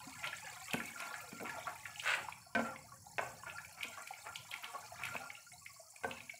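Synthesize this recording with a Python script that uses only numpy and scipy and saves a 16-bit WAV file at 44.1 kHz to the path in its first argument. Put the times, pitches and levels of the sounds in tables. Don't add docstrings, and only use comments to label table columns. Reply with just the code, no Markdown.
import sys
import numpy as np
from scipy import signal
from scipy.fft import rfft, irfft, next_fast_len
from scipy.io import wavfile

SR = 44100
rng = np.random.default_rng(int(sys.argv[2]) if len(sys.argv) > 2 else 0)


def wrap_up_sound(samples):
    columns = np.atleast_2d(samples).T
    tamed = np.clip(columns, -1, 1)
    steps = np.round(tamed * 32767).astype(np.int16)
    wavfile.write(sys.argv[1], SR, steps)


N = 281799

# time_s, effort_db
STIRRING = [(0, -53.5), (1.03, -49.5), (1.28, -54.5), (1.6, -52.5), (1.9, -55), (2.2, -52.5), (2.47, -68),
            (2.68, -61), (3.05, -67.5), (3.33, -58.5), (3.73, -59.5), (3.95, -54), (4.4, -58),
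            (5.14, -52.5), (5.5, -73), (5.98, -64.5), (6.18, -52), (6.39, -80)]
# peak_s, level_db, pitch_hz, spray_db (against the burst)
BURSTS = [(0.242, -23.5, 1970, -8), (.274, -23.5, 3000, -7), (0.331, -27, 1710, -22),
          (0.475, -33.5, 1700, -20), (.684, -37, 2150, -17), (0.71, -27, 3080, -5), (0.735, -21.5, 2510, 3),
          (.804, -24.5, 1780, -25), (1.003, -30.5, 2420, 6.5), (1.143, -26.5, 1650, -30),
          (1.496, -26, 1720, -6), (1.672, -25.5, 1200, -13), (1.857, -26.5, 1870, -48),
          (1.96, -35, 2900, -15), (1.999, -24.5, 2960, -18), (2.287, -24.5, 950, -24),
          (2.325, -32.5, 2400, -28), (2.761, -34.5, 2115, -19), (2.922, -40.5, 1108, -35),
          (3.069, -43, 813, -11), (3.436, -33, 1060, -28), (3.469, -35.5, 1500, -30),
          (3.499, -34, 2600, -22), (3.585, -30, 1610, -20), (3.649, -38.5, 2320, -8),
          (3.81, -31, 2240, -28), (3.8325, -21, 2760, -2), (3.976, -35.5, 1140, -8), (4.075, -35, 2390, 8),
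          (4.110, -35, 778, -26.5), (4.138, -38, 2230, -17), (4.359, -24.5, 3000, -5),
          (4.515, -28, 3200, -5), (4.540, -24.5, 2110, -6), (4.644, -27, 3100, -2.5),
          (4.924, -38.5, 683, -22), (5.037, -25.5, 2340, -1.5), (5.054, -30, 2140, 6.5),
          (5.088, -33.5, 1500, -23), (5.165, -27.5, 2570, -30), (5.303, -31.5, 2140, -23),
          (5.353, -38, 2750, -27), (5.369, -42.5, 2820, -18), (5.469, -48.5, 1450, -28),
          (5.520, -42.5, 2140, -5), (5.664, -33, 2150, -31), (5.765, -51.5, 1096, -20),
          (5.802, -45.5, 652, -27), (5.963, -42.5, 2350, -20), (6.113, -27, 2720, -8),
          (6.206, -36.5, 2440, -28), (6.2977, -29.5, 2220, -42)]
# start_s, level_db, pitch_hz
PUSHES = [(0.227, -37, 1880), (0.271, -45, 1080), (0.454, -49, 1990), (.800, -66, 1730), (0.991, -38, 1320),
          (1.050, -41.5, 1220), (1.125, -46, 1516), (1.322, -50.5, 367), (1.400, -36, 430),
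          (1.445, -37, 1560), (1.555, -40, 870), (1.665, -38, 1220), (1.852, -70, 2100),
          (2.164, -36.5, 1180), (2.555, -33.5, 1180), (2.640, -38.5, 1400), (3.207, -38, 860),
          (3.457, -40.5, 1380), (3.770, -44.5, 1480), (3.966, -43.5, 1140), (4.250, -40, 1190),
          (4.515, -41.5, 2570), (4.624, -42.5, 1580), (4.730, -40.5, 890), (4.985, -41.5, 1420),
          (5.035, -39.5, 1980), (5.145, -52, 1320), (5.205, -46.5, 990), (6.071, -40, 790)]
# pitch_hz, width_hz, level_db
HOLLOW_MODES = [(723, 64, -1), (851, 58, -4.5), (1125, 18, -0.5), (1389, 26.6, 9.5), (1510, 5.4, -4),
                (1710, 15, 2), (2250, 110, 0.5), (2536, 310, -2)]
# blade_s, level_db, boom_db, edge_db (leading edge against the blade)
CONTACTS = [(.07, -68.5, 23, -2), (.742, -31.5, 4.5, -14), (1.328, -55.5, 19.5, 2), (1.409, -42.5, 7, -5),
            (2.56, -29, 2.5, 0), (2.593, -29.5, 1, -18), (2.615, -42.5, 4, -5), (3.192, -25, -15, -7.5),
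            (3.852, -47, 0.5, 3), (5.153, -35, -14, -10.5), (6.045, -29, -1.5, -13)]
# pitch_hz, level_db, t60_s
PAN_MODES = [(136, -29, 0.38), (231, -4, 0.32), (261.2, 2.5, 0.12), (458, 3, 0.07), (527, -6, 0.4),
             (576, 5.5, 0.017), (702, 7, 0.05), (907, 9, 0.013), (1038, 5.5, 0.031), (1530, 11, 0.06),
             (1523, -24, 0.017), (2170, 6, 0.047), (2340, -11, 0.01), (2560, -7, 0.0067)]
# freq_hz, gain_db
WOOD_SPECTRUM = [(30, -24), (70, 1), (120, 0.5), (250, 7.5), (700, -32.5), (1500, 3.5), (2400, 13),
                 (3300, -5.5), (5000, -8.5), (9000, -20), (15000, -31)]
# freq_hz, gain_db
RASP_SPECTRUM = [(200, -57), (400, -11), (550, 2), (1000, 4.5), (1500, 11), (2600, 7), (3400, -3.5),
                 (4700, -9), (5500, -18), (7800, -12), (12000, -38), (16000, -43)]
# time_s, level_db
SIZZLE_LEVEL = [(0.0, -59.5), (0.87, -58), (1.92, -60), (2.1, -60), (2.33, -67.5), (3.49, -61),
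                (5.14, -60.5), (5.53, -63), (6.39, -62.5)]
# freq_hz, gain_db
FRYING_SPECTRUM = [(2500, -22), (3700, -75), (4300, -3), (5000, -8), (6200, -4), (7600, 0.5), (8700, -4.5),
                   (10600, -6), (11500, -7.5), (13000, -7), (15300, -3)]
# pitch_hz, width_hz, rms_db
FRYING_WHISTLES = [(5384, 68, -73), (6090, 370, -89.5), (7400, 590, -119), (10560, 890, -73)]
# time_s, level_db
BOIL_LEVEL = [(0, -62.5), (.5, -65), (.9, -68), (1.05, -87), (1.17, -69.5), (1.6, -62.5), (2.4, -66),
              (2.6, -65.5), (3.4, -59.5), (4.1, -75), (4.41, -62.5), (4.65, -79), (5.11, -55.5),
              (5.44, -82), (5.52, -64.5), (5.99, -83.5), (6.06, -54), (6.39, -80)]
# freq_hz, gain_db
RUMBLE_SPECTRUM = [(20, -20), (45, -31), (65, -7.5), (90, 2.5), (125, 3.5), (165, -0.5), (230, -14),
                   (400, -23.5), (900, -24), (3000, -78)]
# freq_hz, t60_s
KITCHEN_DECAY = [(120, 0.77), (300, 0.56), (1000, 0.25), (2500, 0.41), (6000, 0.42), (14000, 0.84)]

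PLOP_DB, POP_DB, CRACKLE_DB, BRISK_DB, POP_GROWS = -11.5, -8, -11.5, -46.5, 1.69
WAKE_DB, WAKE_S = -23, 0.047
SWELL_CYCLES, MIDDLING_DB, HALVING_DB = 3.287, -33.5, 16.5
FILM_SWELL_S, SPRAY_RISE_S = 0.0045, 0.002
SQUELCH_SWELL_S = 0.017
GULP_DB, GULP_SWELL_S, GULP_HZ = -31.5, 0.026, 315
EDGE_LEAD_S, EDGE_BOOM_DB, EDGE_CLICK_DB, BLADE_CLICK_DB = 0.0095, -7, -1.5, -18
SCRAPE_AT_S, SCRAPE_DB = 2.008, -35.5
SCRAPE_ATTACK_S, SCRAPE_HOLD_S, SCRAPE_RELEASE_S = 0.066, 0.063, 0.053
FLARE_DB, FLARE_S = -32.5, 0.04
WIPE_DB, WIPE_LEAD_S, WIPE_SWELL_S = -54, 0.053, 0.11
TOP_HZ = 15650


def bubbling():
    effort_db = curve(STIRRING)
    bright_db = BRISK_DB + POP_GROWS * (effort_db - BRISK_DB)
    wake = amp(WAKE_DB) * surges(PUSHES, WAKE_S)
    plops = swarm(count=1400, pitch_hz=1020, spread=0.27, swell=4.5, scatter_db=3.8, size=2400)
    pops = swarm(count=1300, pitch_hz=2100, spread=0.15, swell=4.5, scatter_db=4.2, size=1100)
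    crackle = swarm(count=1300, pitch_hz=3600, spread=0.2, swell=2.6, scatter_db=5, size=400)
    deep = np.hypot(amp(effort_db + PLOP_DB), wake) * plops
    bright = amp(bright_db + POP_DB) * pops + amp(bright_db + CRACKLE_DB) * crackle
    return deep + bright


def bursts():
    out, t = np.zeros(N), np.arange(SR // 12) / SR
    for s, db, hz, spray_db in BURSTS:
        swell = SWELL_CYCLES * 2 ** ((MIDDLING_DB - db) / HALVING_DB)
        film = crackling(0.74 * hz, 1.48 * hz, scatter_db=4.5, size=len(t))
        film *= fade(t, 0.041) * (1 - np.exp(-t / FILM_SWELL_S))
        spray = crackling(3300, 12500, scatter_db=6, size=len(t))
        spray *= fade(t, 0.022) * (1 - np.exp(-t / SPRAY_RISE_S))
        add(out, s - swell / hz, amp(db - 10) * chirp(hz * t, swell))
        add(out, s - FILM_SWELL_S, amp(db - 13.5) * film)
        add(out, s - SPRAY_RISE_S, amp(db + spray_db - 12.5) * spray)
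    return out


def slosh():
    out, u = np.zeros(N), np.arange(SR // 4) / SR / SQUELCH_SWELL_S
    for s, db, hz in PUSHES:
        tearing = crackling(0.5 * hz, 1.53 * hz, scatter_db=11.5, size=len(u))
        add(out, s, amp(db - 12.5) * u * np.exp(1 - u) * tearing)
    gulps = crackling(0.42 * GULP_HZ, 1.36 * GULP_HZ, scatter_db=9, size=N)
    return out + amp(GULP_DB) * surges(PUSHES, GULP_SWELL_S) * gulps


def hollow(x):
    def response(f):
        return sum(amp(db) * 1j * f * width / (hz * hz - f * f + 1j * f * width)
                   for hz, width, db in HOLLOW_MODES)
    return filtered(x, response)


def knocks():
    out, t = np.zeros(N), np.arange(SR // 3) / SR
    hz, mode_db, t60 = np.transpose(PAN_MODES)
    modes = np.sin(2 * np.pi * hz[:, None] * t) * fade(t, t60[:, None])
    edges = [(s - EDGE_LEAD_S, db + edge_db, EDGE_BOOM_DB, EDGE_CLICK_DB) for s, db, _, edge_db in CONTACTS]
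    blades = [(s, db, boom_db, BLADE_CLICK_DB) for s, db, boom_db, _ in CONTACTS]
    for s, db, boom_db, click_db in edges + blades:
        contact = [(300, boom_db), (650, 0), (1400, 0), (2300, click_db)]  # freq_hz, gain_db
        gain_db = mode_db + along(contact, hz) + 2 * rng.standard_normal(len(hz))
        ring = (amp(gain_db) * rng.choice([-1, 1], len(hz))) @ modes
        noise = rng.standard_normal(len(t)) * fade(t, 0.03)
        thud = coloured(noise, lambda f: along(WOOD_SPECTRUM, f) + along(contact, f))
        add(out, s, amp(db - 13) * ring + amp(db + 3.5) * thud)
    return out


def scrape():
    slips = rng.random(N) < 600 / SR
    slips = slips * amp(3 * rng.standard_normal(N)) * rng.choice([-1, 1], N)
    rasp = coloured(unit(slips) + 0.64 * rng.standard_normal(N), lambda f: along(RASP_SPECTRUM, f))
    corners = np.cumsum([SCRAPE_AT_S, SCRAPE_ATTACK_S, SCRAPE_HOLD_S, SCRAPE_RELEASE_S])
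    pressure = np.interp(np.arange(N) / SR, corners, [0, 1, 1, 0])
    return amp(SCRAPE_DB) * pressure ** 2 * unit(rasp)


def sizzle():
    splashed = amp(FLARE_DB) * surges(CONTACTS, FLARE_S)
    wiped = surges([(SCRAPE_AT_S - WIPE_LEAD_S, WIPE_DB)], WIPE_SWELL_S)
    fizz = swarm(count=4500, pitch_hz=7000, spread=0.3, swell=1.8, scatter_db=4.5, size=150)
    spits = swarm(count=420, pitch_hz=10000, spread=0.3, swell=1, scatter_db=5.5, size=60)
    droplets = fizz + amp(-4.5) * spits
    steam = amp(2.5) * rng.standard_normal(N)
    mix = droplets + kitchen(droplets, early_db=-0.5, tail_db=-8.5) + steam
    frying = unit(filtered(mix, lambda f: amp(along(FRYING_SPECTRUM, f))))
    return np.hypot(amp(curve(SIZZLE_LEVEL) + 1.5), splashed + wiped) * frying + whistles()


def whistles():
    out = np.zeros(N)
    for hz, width, db in FRYING_WHISTLES:
        tone = filtered(rng.standard_normal(N), lambda f: 1 / (1 + (2 * (f - hz) / width) ** 2))
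        out += amp(db) * unit(tone)
    return out


def simmer():
    blips = swarm(count=150, pitch_hz=1150, spread=0.35, swell=6, scatter_db=3, size=2600)
    pips = swarm(count=170, pitch_hz=4300, spread=0.07, swell=8, scatter_db=4, size=700)
    return amp(-74) * blips + amp(-76) * pips


def boil():
    rumble = filtered(rng.standard_normal(N), lambda f: amp(along(RUMBLE_SPECTRUM, f)))
    return amp(curve(BOIL_LEVEL) - 1.5) * unit(rumble)


def kitchen(x, early_db, tail_db, size=8192):
    out, padded = np.zeros(N), np.pad(x, (0, size))
    for start in range(0, N, size):
        hz, t, z = signal.stft(rng.standard_normal(2 * SR // 3), SR, nperseg=256)
        z = z * fade(t, along(KITCHEN_DECAY, hz)[:, None])
        tail = signal.istft(z, SR, nperseg=256)[1]
        age = np.arange(len(tail)) / SR
        tail *= 1 - np.exp(-age / 0.0047)
        early = rng.standard_normal(len(tail)) * fade(age, 0.037) * (age > 0.0015)
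        echo = amp(early_db) * early / np.linalg.norm(early) + amp(tail_db) * tail / np.linalg.norm(tail)
        add(out, start / SR, signal.fftconvolve(padded[start:start + size], echo))
    return out


def chirp(cycles, swell):
    u = cycles / swell
    return u ** 2 * np.exp(2 - 2 * u) * np.sin(2 * np.pi * cycles)


def swarm(count, pitch_hz, spread, swell, scatter_db, size):
    when, strength, damping = rng.random((3, count))
    hz = np.minimum(pitch_hz * np.exp(spread * rng.standard_normal(count)), SR / 2)
    swells = swell * 2 ** (2 * damping[:, None] - 1)
    grains = chirp(hz[:, None] * np.arange(size) / SR, swells)
    gain = amp(scatter_db * np.minimum(-np.log(1 - strength), 3))
    index = (when * N).astype(int)[:, None] + np.arange(size)
    return unit(np.bincount(index.ravel(), (gain[:, None] * grains).ravel(), N)[:N])


def crackling(lo_hz, hi_hz, scatter_db, size):
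    snaps = rng.standard_normal(size) * amp(scatter_db * rng.standard_normal(size))
    band = signal.butter(3, [lo_hz, hi_hz], "band", fs=SR, output="sos")
    return unit(signal.sosfilt(band, snaps))


def surges(events, swell_s):
    out, u = np.zeros(N), np.arange(SR) / SR / swell_s
    shape = u * np.exp(1 - u)
    for s, db, *_ in events:
        add(out, s, amp(db) * shape)
    return out


def amp(db):
    return 10 ** (np.asarray(db) / 20)


def unit(x):
    return x / np.sqrt(np.mean(x ** 2) + 1e-20)


def along(points, hz):
    f, v = np.transpose(points)
    return np.interp(np.log(hz + 1), np.log(f + 1), v)


def curve(rows):
    s, v = np.transpose(rows)
    return np.interp(np.arange(N) / SR, s, v)


def fade(t, t60):
    return np.exp(-np.log(1000) * t / t60)


def add(track, s, sound):
    start = round(s * SR)
    track[start:start + len(sound)] += sound[:max(N - start, 0)]


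def filtered(x, response):
    m = next_fast_len(N + SR // 2)
    return irfft(rfft(x, m) * response(np.fft.rfftfreq(m, 1 / SR)), m)[:N]


def coloured(x, gain_db, size=4096):
    cepstrum = irfft(np.log(amp(gain_db(np.fft.rfftfreq(size, 1 / SR)))))
    cepstrum[1:size // 2] *= 2
    cepstrum[size // 2 + 1:] = 0
    return signal.fftconvolve(x, irfft(np.exp(rfft(cepstrum))))[:len(x)]


def scene():
    small = bubbling() + simmer() + slosh()
    large = bursts()
    spatula = knocks() + scrape()
    stew = small + kitchen(small, early_db=-4, tail_db=-5)
    stew += large + kitchen(large, early_db=-13.5, tail_db=-4)
    spoon = spatula + kitchen(spatula, early_db=-6, tail_db=-3)
    no_bass = signal.butter(2, 110, "high", fs=SR)
    pan = signal.lfilter(*no_bass, stew + amp(3.5) * hollow(stew) + spoon)
    return (pan + sizzle() + boil())[None]


def record(dry):
    return np.array([filtered(channel, lambda hz: hz < TOP_HZ) for channel in dry])


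dry = scene()
out = record(dry)
wrap_up_sound(out)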